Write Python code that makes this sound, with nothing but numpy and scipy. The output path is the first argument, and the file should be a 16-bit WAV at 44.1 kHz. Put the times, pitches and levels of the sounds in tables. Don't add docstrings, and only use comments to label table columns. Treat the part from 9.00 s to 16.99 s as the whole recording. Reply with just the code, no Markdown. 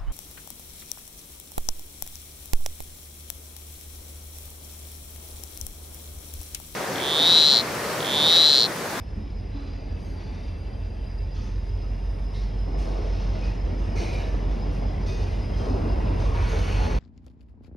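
import sys
import numpy as np
from scipy import signal
from scipy.fft import irfft
from scipy.io import wavfile
from scipy.ndimage import uniform_filter1d

SR = 44100
rng = np.random.default_rng(int(sys.argv[2]) if len(sys.argv) > 2 else 0)


def put_to_file(sound):
    columns = np.atleast_2d(sound).T
    safe = np.clip(columns, -1, 1)
    whole_steps = np.round(safe * 32767)
    wavfile.write(sys.argv[1], SR, whole_steps.astype(np.int16))


N = 352359
TIME = np.arange(N) / SR

# time in seconds, firings per second.
FIRING_RATE = [(0, 42.8), (0.95, 42.85), (3.0, 45.7), (3.8, 46.37), (4.6, 46.37), (6.0, 45.7), (8.0, 45.75)]
# frequency in Hz, spectral level in dB.
ROAR_TONE = [(120, -22.5), (280, -6), (420, 1), (530, -2.5), (650, -1.5), (850, -7.5), (1000, -10),
             (1300, -16), (1900, -29.5), (4000, -51), (9000, -79)]
# frequency in Hz, radians by which the left side leads.
LEFT_LEAD = [(80, .08), (300, .6), (500, 1.2), (680, 2), (950, 1.1), (1250, 1.6), (1850, -1.7), (2250, 0),
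             (6450, 0), (6950, 3), (8000, 2.9), (9300, 1.5), (10000, 0), (12100, 0), (13500, -3)]
# frequency in Hz, relative level in dB.
SMALL_FITTING = [(2030, -5), (2121, 0), (3273, -4), (3670, -1), (3795, -2), (3978, -2.5), (4180, -3.5),
                 (4480, -7), (4770, -4.5), (5520, -6), (6140, -8)]
HEAVY_FITTING = [(1690, -6), (2213, -3), (2449, 0), (4005, -4.5), (4409, -4), (4603, -10), (5292, -10),
                 (5650, -7), (6490, -11), (8376, -20), (10200, -26), (11120, -25)]
BRIGHT_FITTING = [(1976, -6), (2503, 0), (3634, -3), (3730, -9), (4468, -5), (4764, -3), (4890, -6),
                  (5033, -7), (6293, -9), (6440, -9), (11130, -25)]


def gain_of(db):
    return 10 ** (np.asarray(db) / 20)


def unit_rms(x):
    return x / np.sqrt(np.mean(x ** 2) + 1e-30)


def at_hz(points, hz):
    f, value = np.transpose(points)
    return np.interp(np.log(hz + 1), np.log(f + 1), value)


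def follow(rows):
    times, *columns = np.transpose(rows)
    return [np.interp(TIME, times, column) for column in columns]


def add(mix, start, sound):
    part = mix[:, max(round(start * SR), 0):][:, :sound.shape[1]]
    part += sound[:, :part.shape[1]]


def stereo_spectra(gain, hz):
    # frequency in Hz, likeness of the two sides from 0 to 1.
    likeness = [(60, 1), (130, .97), (250, .88), (500, .6), (1400, .42), (1800, .45), (2300, .96),
                (3400, .99), (3900, 1), (6300, 1), (6700, .85), (7200, .97), (8300, .9), (9500, .7),
                (10400, 1)]
    same = np.clip(at_hz(likeness, hz), 0, 1)
    a, b, c, d = rng.standard_normal((4,) + gain.shape)
    left = a + 1j * b
    right = (same * left + np.sqrt(1 - same ** 2) * (c + 1j * d)) * np.exp(-1j * at_hz(LEFT_LEAD, hz))
    return gain * np.array([left, right])


def burst(colour_db, size=65536):
    hz = np.fft.rfftfreq(size, 1 / SR)
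    return unit_rms(irfft(stereo_spectra(gain_of(colour_db(hz)), hz)))


def wobble(hz, size=N):
    f = np.fft.rfftfreq(2 ** 19, 1 / SR)[:4000]
    spectrum = rng.standard_normal(len(f)) + 1j * rng.standard_normal(len(f))
    coarse = irfft(spectrum / (1 + (f / hz) ** 2))
    return np.interp(np.arange(size), np.linspace(0, 2 ** 19, len(coarse)), unit_rms(coarse))


def wash(tone, patchy_db, flicker_db, size):
    hz = np.fft.rfftfreq(size, 1 / SR)
    frames = 4 * N // size + 5
    drift = uniform_filter1d(rng.standard_normal((frames, len(hz))), size=8, axis=0)
    patches = unit_rms(uniform_filter1d(drift, size=4, axis=1))
    field_db = at_hz(tone, hz) + patchy_db * patches + flicker_db * rng.standard_normal((frames, 1))
    spectra = stereo_spectra(gain_of(field_db), hz).swapaxes(1, 2)
    _, noise = signal.istft(spectra, nperseg=size, noverlap=size - size // 4)
    return unit_rms(noise[:, :N])


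def whistle(hz, width_hz):
    pole = np.exp(-2 * np.pi * width_hz / SR)
    noise = rng.standard_normal(N) + 1j * rng.standard_normal(N)
    fuzz = signal.lfilter([1], np.poly([pole, pole]), noise)
    return unit_rms((np.exp(2j * np.pi * np.cumsum(hz) / SR) * fuzz).real)


def blow(t, t60):
    return (1 - np.exp(-(t / .004) ** 2)) * np.exp(-np.log(1000) * t / t60)


def nearness_db(share):
    # time in seconds, level in dB against the closest point.
    approach = [(0, -10.5), (1, -8), (2.1, -9.5), (3.5, -7), (4.4, -3.5), (6.4, -2.5), (7.3, 0)]
    return share * follow(approach)[0]


def truck_swell_db(rise_s=0.087, fade_s=0.19):
    # start in seconds, hold in seconds, swell in dB.
    trucks = [(3.654, 0.27, 4.5), (4.887, 0.14, 4), (6.552, 0.33, 4.5), (7.76, 0.081, 3)]
    return sum(db * np.clip((TIME - start) / rise_s, 0, 1)
               * np.exp(-np.maximum(TIME - start - rise_s - hold, 0) / fade_s)
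               for start, hold, db in trucks)


def diesel(throb_s=3.95, stagger_rad=0.037, scatter_rad=0.164):
    # time in seconds, level in dB of the deep firing note, then of the upper lines.
    levels = [(0, -37.5, -27), (.4, -31.5, -26.5), (1.3, -35.5, -28), (2.6, -27.5, -25), (3.9, -24.5, -31),
              (4.7, -24.5, -25), (5.1, -27.5, -23), (5.5, -22.5, -26), (5.95, -27, -24.5),
              (6.7, -25, -20.5), (7.3, -23.5, -18.5), (7.9, -22, -19.5)]
    # multiple of the engine's cycle rate, relative level in dB.
    exhaust = [(7, -37), (8, 1), (9, -9.5), (10, -16.5), (11, -12.5), (12, -14.5), (13, -28), (14, -27),
               (15, -12), (16, -11.5), (17, -15), (18, -21), (19, -19.5), (20, -21), (24, -23)]
    cycles = np.cumsum(follow(FIRING_RATE)[0]) / SR / 8
    cycles -= np.interp(throb_s, TIME, cycles)
    deep, upper = gain_of(follow(levels))
    out = np.zeros(N)
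    for multiple, db in exhaust:
        apart = abs(multiple - 8)
        far = apart > 1
        lag = far * 2 * np.pi * rng.random() + (stagger_rad + scatter_rad * apart) * wobble(2.1)
        out += gain_of(db) * (upper if far else deep) * np.cos(2 * np.pi * multiple * cycles - lag)
    return out * gain_of(.7 * wobble(6)) * gain_of([[-.75], [.75]])


def turbocharger(waver_hz=15, flutter_db=1.4):
    # time in seconds, pitch of the whistle in Hz.
    pitch = [(0.05, 5130), (1.17, 4770), (2.3, 4950), (3.28, 5080), (4.2, 5130), (5.8, 5030)]
    # time in seconds, level of the whistle in dB, gain of the gears in dB.
    levels = [(.1, -62, -13), (.7, -63, -3), (1.2, -60, -1), (2.15, -62.5, -3), (2.5, -61, -2.5),
              (3.2, -61, -2), (3.7, -60, -1), (4.1, -58.5, 3), (5.3, -59.5, -2), (6.0, -57, -3),
              (6.15, -61, 4), (6.37, -60, 0), (6.5, -56.5, -1), (7.2, -58, 5), (7.5, -65, 0)]
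    # multiple of the firing rate, level in dB.
    gears = [(19.7, -63.5), (61.0, -67.5), (71, -82)]
    whistle_db, gears_db = follow(levels)
    firing_hz = follow(FIRING_RATE)[0]
    whine = sum(gain_of(db) * whistle(multiple * firing_hz, width_hz=16.5) for multiple, db in gears)
    turbine = whistle(follow(pitch)[0] + waver_hz * wobble(9.03), width_hz=73)
    return whine * gain_of(gears_db) + turbine * gain_of(whistle_db + flutter_db * wobble(9))


def rail_sizzle(flutter_db=1.0):
    # frequency in Hz, spectral level in dB.
    tone = [(5000, -22), (7500, -7), (8500, 3), (9400, -1), (11200, -6.5), (12500, -13.5), (15000, -30)]
    # time in seconds, level in dB.
    level = [(.1, -78.5), (.85, -81.5), (1.4, -74.5), (2.7, -76.5), (3.2, -73.5), (3.7, -76.5), (4.65, -80),
             (4.9, -75), (5.95, -76), (6.7, -70.5), (6.95, -72), (7.25, -69), (7.65, -63), (7.95, -71)]
    noise = wash(tone, patchy_db=3.0, flicker_db=1.0, size=2048)
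    return noise * gain_of(follow(level)[0] + flutter_db * wobble(9))


def load_rattle(bumps_per_s=1.6, level_db=-48, t60=0.23, parts=24, tries=40):
    t, out = TIME[:SR // 2], np.zeros((2, N))
    for hz in np.geomspace(280, 1150, parts) * rng.uniform(0.94, 1.04, parts):
        lag = np.array([[0], [at_hz(LEFT_LEAD, hz)]])
        ring = gain_of(at_hz(ROAR_TONE, hz)) * blow(t, t60) * np.sin(2 * np.pi * hz * t - lag)
        for when, chance, force in rng.random((tries, 3)):
            if chance < bumps_per_s * TIME[-1] / tries:
                add(out, when * TIME[-1], force * ring)
    return unit_rms(out) * gain_of(level_db + nearness_db(1.07) + truck_swell_db())


def body_boom(lumps_db=2.0):
    # frequency in Hz, spectral level in dB.
    tone = [(110, -27), (180, 1), (235, -3), (285, 0.5), (370, -12.5), (520, -23.5), (1200, -60.5)]
    # time in seconds, level in dB.
    level = [(0, -48.5), (1.8, -49), (2.2, -56.5), (3.6, -54), (4.3, -46), (4.9, -44.5), (5.4, -45),
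             (6.55, -45), (6.75, -35.5), (7.1, -38.5), (7.4, -46)]
    noise = wash(tone, patchy_db=2.5, flicker_db=.5, size=4096)
    return noise * gain_of(follow(level)[0] + lumps_db * wobble(11))


def rolling(rumble_db=-32, roar_db=-37, hiss_db=-48.5):
    # frequency in Hz, spectral level in dB.
    rumble_tone = [(15, -30), (30, -22), (42, 3), (65, 6), (95, 5.5), (125, -1), (160, -0.5), (200, -0.5),
                   (300, -8), (430, -16.5), (800, -30), (2000, -64)]
    hiss_tone = [(500, -12), (1200, -7.5), (1850, 4), (2200, 0.5), (2800, -1.5), (3200, -5), (4200, -8),
                 (5700, -10.5), (6600, -17), (7400, -17), (9300, -28), (15000, -52)]
    rumble = wash(rumble_tone, patchy_db=2.0, flicker_db=.5, size=4096)
    rumble *= gain_of(rumble_db + nearness_db(0.92) + 0.37 * truck_swell_db())
    roar = wash(ROAR_TONE, patchy_db=1.36, flicker_db=0.1, size=1024)
    roar *= gain_of(roar_db + nearness_db(1.22) + truck_swell_db())
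    hiss = wash(hiss_tone, patchy_db=2.5, flicker_db=0.8, size=2048)
    hiss *= gain_of(hiss_db + nearness_db(0.88))
    return rumble + roar * gain_of([[1], [-1]]) + hiss


def frame_knock(db, pitch_hz, t60, clatter_db):
    clatter = burst(lambda hz: at_hz(ROAR_TONE, hz))
    t = TIME[:clatter.shape[1]]
    frame = np.sin(2 * np.pi * pitch_hz * t) * blow(t, t60)
    return gain_of(db) * (frame + gain_of(clatter_db) * clatter * blow(t, 1.5 * t60))


def slack_clank(db, t60, modes, rise_s=.014, split_hz=9, neighbour_db=-6):
    t, out = TIME[:SR], np.zeros((2, SR))
    for hz, mode_db in modes:
        lag = np.array([[0], [at_hz(LEFT_LEAD, hz)]])
        for is_neighbour in (False, True, True):
            pitch_hz = hz + is_neighbour * split_hz * rng.standard_normal()
            phase = 2 * np.pi * (pitch_hz * t + rng.random())
            out += gain_of(mode_db + is_neighbour * neighbour_db) * np.sin(phase - lag)
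    return gain_of(db) * out * np.minimum(t / rise_s, 1) * blow(t, t60)


def wheel_squeal(length, pitch_hz, db, width_hz, slide_hz_per_s, rise_s=0.015, lift_db=3, fade_db=-4):
    band = burst(lambda hz: -20 * np.log10(1 + (2 * (hz - pitch_hz) / width_hz) ** 2), size=32768)
    analytic = signal.hilbert(band)[:, :int(length * SR)]
    t = TIME[:analytic.shape[1]]
    note = (analytic * np.exp(1j * np.pi * slide_hz_per_s * t ** 2)).real
    note *= gain_of(wobble(15, size=len(t)))
    progress = t / t[-1]
    envelope = np.minimum(t / rise_s, 1) * (1 - progress ** 2)
    return gain_of(db + lift_db + fade_db * progress) * unit_rms(note) * envelope


def flange_scrape(rise, hold, t60, db, tilt_db, focus_hz, ripple_db, chatter_db=1.26, ring_db=-9):
    # frequency in Hz, spectral level in dB.
    grind_tone = [(400, -16), (1150, 3), (1600, -2.5), (2300, 1), (3200, -2), (4200, -3), (5700, -3.5),
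                  (6400, -8), (7200, -13.5), (9000, -21), (11000, -23.5), (13000, -30), (15500, -32)]
    # frequency in Hz, width in Hz, strength of the resonance.
    wheel_modes = [(1850, 150, 2.5), (2210, 60, 3), (2390, 80, 1.5), (2510, 100, 3.5), (2830, 160, 1),
                   (3410, 77, 3), (3630, 45, 4), (3970, 100, 2), (4220, 70, 3.5), (4425, 57, 5.5),
                   (4760, 60, 1.5), (5370, 80, 1.5), (5590, 82, 2), (6160, 77, 4.5), (6490, 76, 5),
                   (7780, 130, 13), (8390, 180, 13), (9200, 120, 10), (10400, 250, 1), (10600, 100, 5),
                   (11100, 220, 9.5), (12100, 250, 6), (13280, 220, 12)]

    def resonance(hz):
        return sum(peak / (1 + (2 * (hz - f) / width) ** 2) for f, width, peak in wheel_modes)

    def grind_db(hz):
        ripple = ripple_db * unit_rms(uniform_filter1d(rng.standard_normal(len(hz)), size=50))
        focus = 5 * np.exp(-(np.log2((hz + 1) / focus_hz) / 0.58) ** 2)
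        tilt = tilt_db * np.log2(np.maximum(hz, 1000) / 1000)
        return at_hz(grind_tone, hz) + ripple + focus + tilt

    grind = burst(lambda hz: grind_db(hz) + .5 * resonance(hz))
    ring = burst(lambda hz: grind_db(hz) + 20 * np.log10(resonance(hz)))
    t = TIME[:grind.shape[1]]
    fall_db = -60 * np.maximum(t - rise - hold, 0) / t60
    grind *= gain_of(fall_db + chatter_db * wobble(25, size=len(t)))
    ring *= gain_of(ring_db + fall_db / 1.15)
    return (grind + ring) * np.minimum(t / rise, 1) * gain_of(db)


def scene():
    # start in seconds, level in dB, pitch in Hz, t60 in seconds, clatter in dB against the note.
    knocks = [(.17, -29.5, 211.5, 0.3, -17), (.545, -32, 281, 0.45, -14), (3.67, -38, 290, 0.4, -6),
              (3.86, -36.5, 643, 0.39, -4), (3.98, -32.5, 424.6, 0.44, -10),
              (4.21, -30.5, 174.6, 0.43, -14), (4.44, -32.5, 181, 0.71, -17), (4.8, -35, 343, 0.33, -9),
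              (5.005, -30, 337, 0.33, -10), (5.23, -39, 636, 0.5, -6), (5.338, -27.5, 547, 0.056, -1),
              (5.42, -39, 400, 0.31, -2), (5.66, -33, 289, 0.38, -8), (5.82, -36, 248, 0.41, -3),
              (6.38, -36, 230, 0.3, -14), (6.585, -38, 404, .4, 2), (6.667, -27.5, 446, 0.2, -10),
              (6.742, -29, 377, 0.2, -12), (6.833, -26, 225, 0.23, -10), (6.98, -33, 208, 0.19, -6),
              (7.102, -31.5, 284, 0.22, -5), (7.53, -30, 446, 0.43, -1.5), (7.85, -30.5, 239.4, 0.28, -5)]
    # start in seconds, level in dB, t60 in seconds, the fitting struck.
    clanks = [(3.335, -56.5, 0.67, SMALL_FITTING), (4.956, -48.5, 1, HEAVY_FITTING),
              (6.066, -51, 1.1, BRIGHT_FITTING)]
    # start and length in seconds, pitch in Hz, level in dB, width in Hz, slide in Hz a second.
    squeals = [(.515, .32, 4000, -63.5, 94, 0), (.56, .25, 1200, -59, 300, 2),
               (1.3, 0.33, 2100, -62, 660, 0), (1.3, .45, 2400, -69, 35, 3), (1.15, .42, 875, -58, 70, 0),
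               (1.202, .24, 2900, -75, 50, 0), (1.195, .4, 4420, -70, 130, 0),
               (1.32, .25, 3720, -67.5, 70, 0), (1.38, .25, 2660, -64.5, 35, 0),
               (1.64, .3, 3130, -73, 30, 0), (1.63, 0.34, 2670, -68, 30, 2), (1.96, .3, 2680, -67, 30, -2),
               (1.96, .18, 3140, -71, 30, 0), (2.362, .28, 6080, -69, 200, 1100),
               (2.36, .2, 1260, -60, 70, 0), (2.82, .09, 1290, -58, 160, 0),
               (3.355, .07, 3700, -60, 260, 0), (3.34, .15, 2150, -65, 130, 0),
               (4.41, .16, 2495, -54, 50, 0), (4.8, .15, 1265, -57, 70, 0), (4.43, .14, 4760, -59, 140, 0),
               (4.952, .36, 2150, -52, 190, 2), (5.045, 0.23, 2450, -49.5, 110, -500),
               (5.03, .36, 3980, -57, 220, -220), (5.17, 0.38, 1740, -54.5, 170, 0),
               (6.299, 0.28, 2050, -57, 90, 0), (6.529, 0.21, 3214, -56.5, 60, -400),
               (7.039, 0.21, 975, -46, 50, 0), (7.2, 0.42, 1070, -46, 150, 100),
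               (7.339, 0.22, 950, -43, 44, -2), (7.46, .28, 4400, -59, 70, 0),
               (7.66, .5, 4420, -54.5, 100, 0), (7.6, .5, 3000, -58.5, 60, 0),
               (7.619, 0.31, 2820, -50, 350, 0), (7.7, .35, 2700, -56, 50, 2),
               (7.35, .4, 2350, -53, 900, 0), (7.47, .6, 6500, -59.5, 450, 0),
               (7.76, 0.4, 845, -43.5, 130, 3)]
    # start, rise, hold and t60 in seconds, level in dB, treble tilt in dB an octave,
    # frequency in Hz round which the wheel rings most, depth of the spectral ripple in dB.
    scrapes = [(.528, .024, .17, 0.65, -57, -4.5, 4000, 3), (0.932, .13, .04, 0.72, -62, 6, 10000, 6),
               (1.157, .04, 0.29, .5, -58.5, -2.5, 4420, 4), (2.325, 0.05, 0.066, 1, -53.5, -3, 5700, 4),
               (3.32, 0.039, .035, 0.55, -54, 1.5, 4300, 4.5), (3.764, .028, .04, 0.65, -52, -0.5, 8750, 2),
               (3.8, .09, 0.59, .35, -52, -3, 4950, 3.5), (4.419, .029, .07, .3, -55.5, -1.5, 4200, 3),
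               (4.774, .024, .09, .6, -60, 0, 7500, 5), (4.95, .014, 0.076, .7, -47, 1, 5700, 3.5),
               (4.959, .04, 0.22, 0.82, -47, 0, 2290, 4.5), (5.486, .026, .015, .7, -50.5, -6, 6000, 3),
               (5.689, .05, .02, .4, -56, 1, 11000, 2), (6.056, .014, .035, 0.69, -47.5, .5, 5500, 3.5),
               (6.153, .05, 0.18, 0.69, -53, 1, 2800, 5), (6.531, 0.057, 0.055, 0.9, -53.5, -0.5, 7000, 4),
               (7.003, .02, .04, 0.93, -51, -7, 3500, -1), (7.176, 0.031, .04, .5, -46.5, -4, 7500, 1.5),
               (7.325, 0.031, 0.55, .9, -42, -3.5, 1580, 3), (7.35, 0.17, 0.39, 0.78, -47, 2, 2500, 4.5)]
    mix = diesel() + turbocharger() + rolling() + rail_sizzle() + body_boom() + load_rattle()
    for source, events in ((flange_scrape, scrapes), (wheel_squeal, squeals),
                           (slack_clank, clanks), (frame_knock, knocks)):
        for start, *settings in events:
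            add(mix, start, source(*settings))
    return mix


def record(dry, edge_hz=15760):
    faded = dry * signal.windows.tukey(N, .001)
    lowpass = signal.firwin(511, edge_hz, window=("kaiser", 9), fs=SR)
    return signal.oaconvolve(faded, lowpass[None], "same")


dry = scene()
out = record(dry)
put_to_file(out)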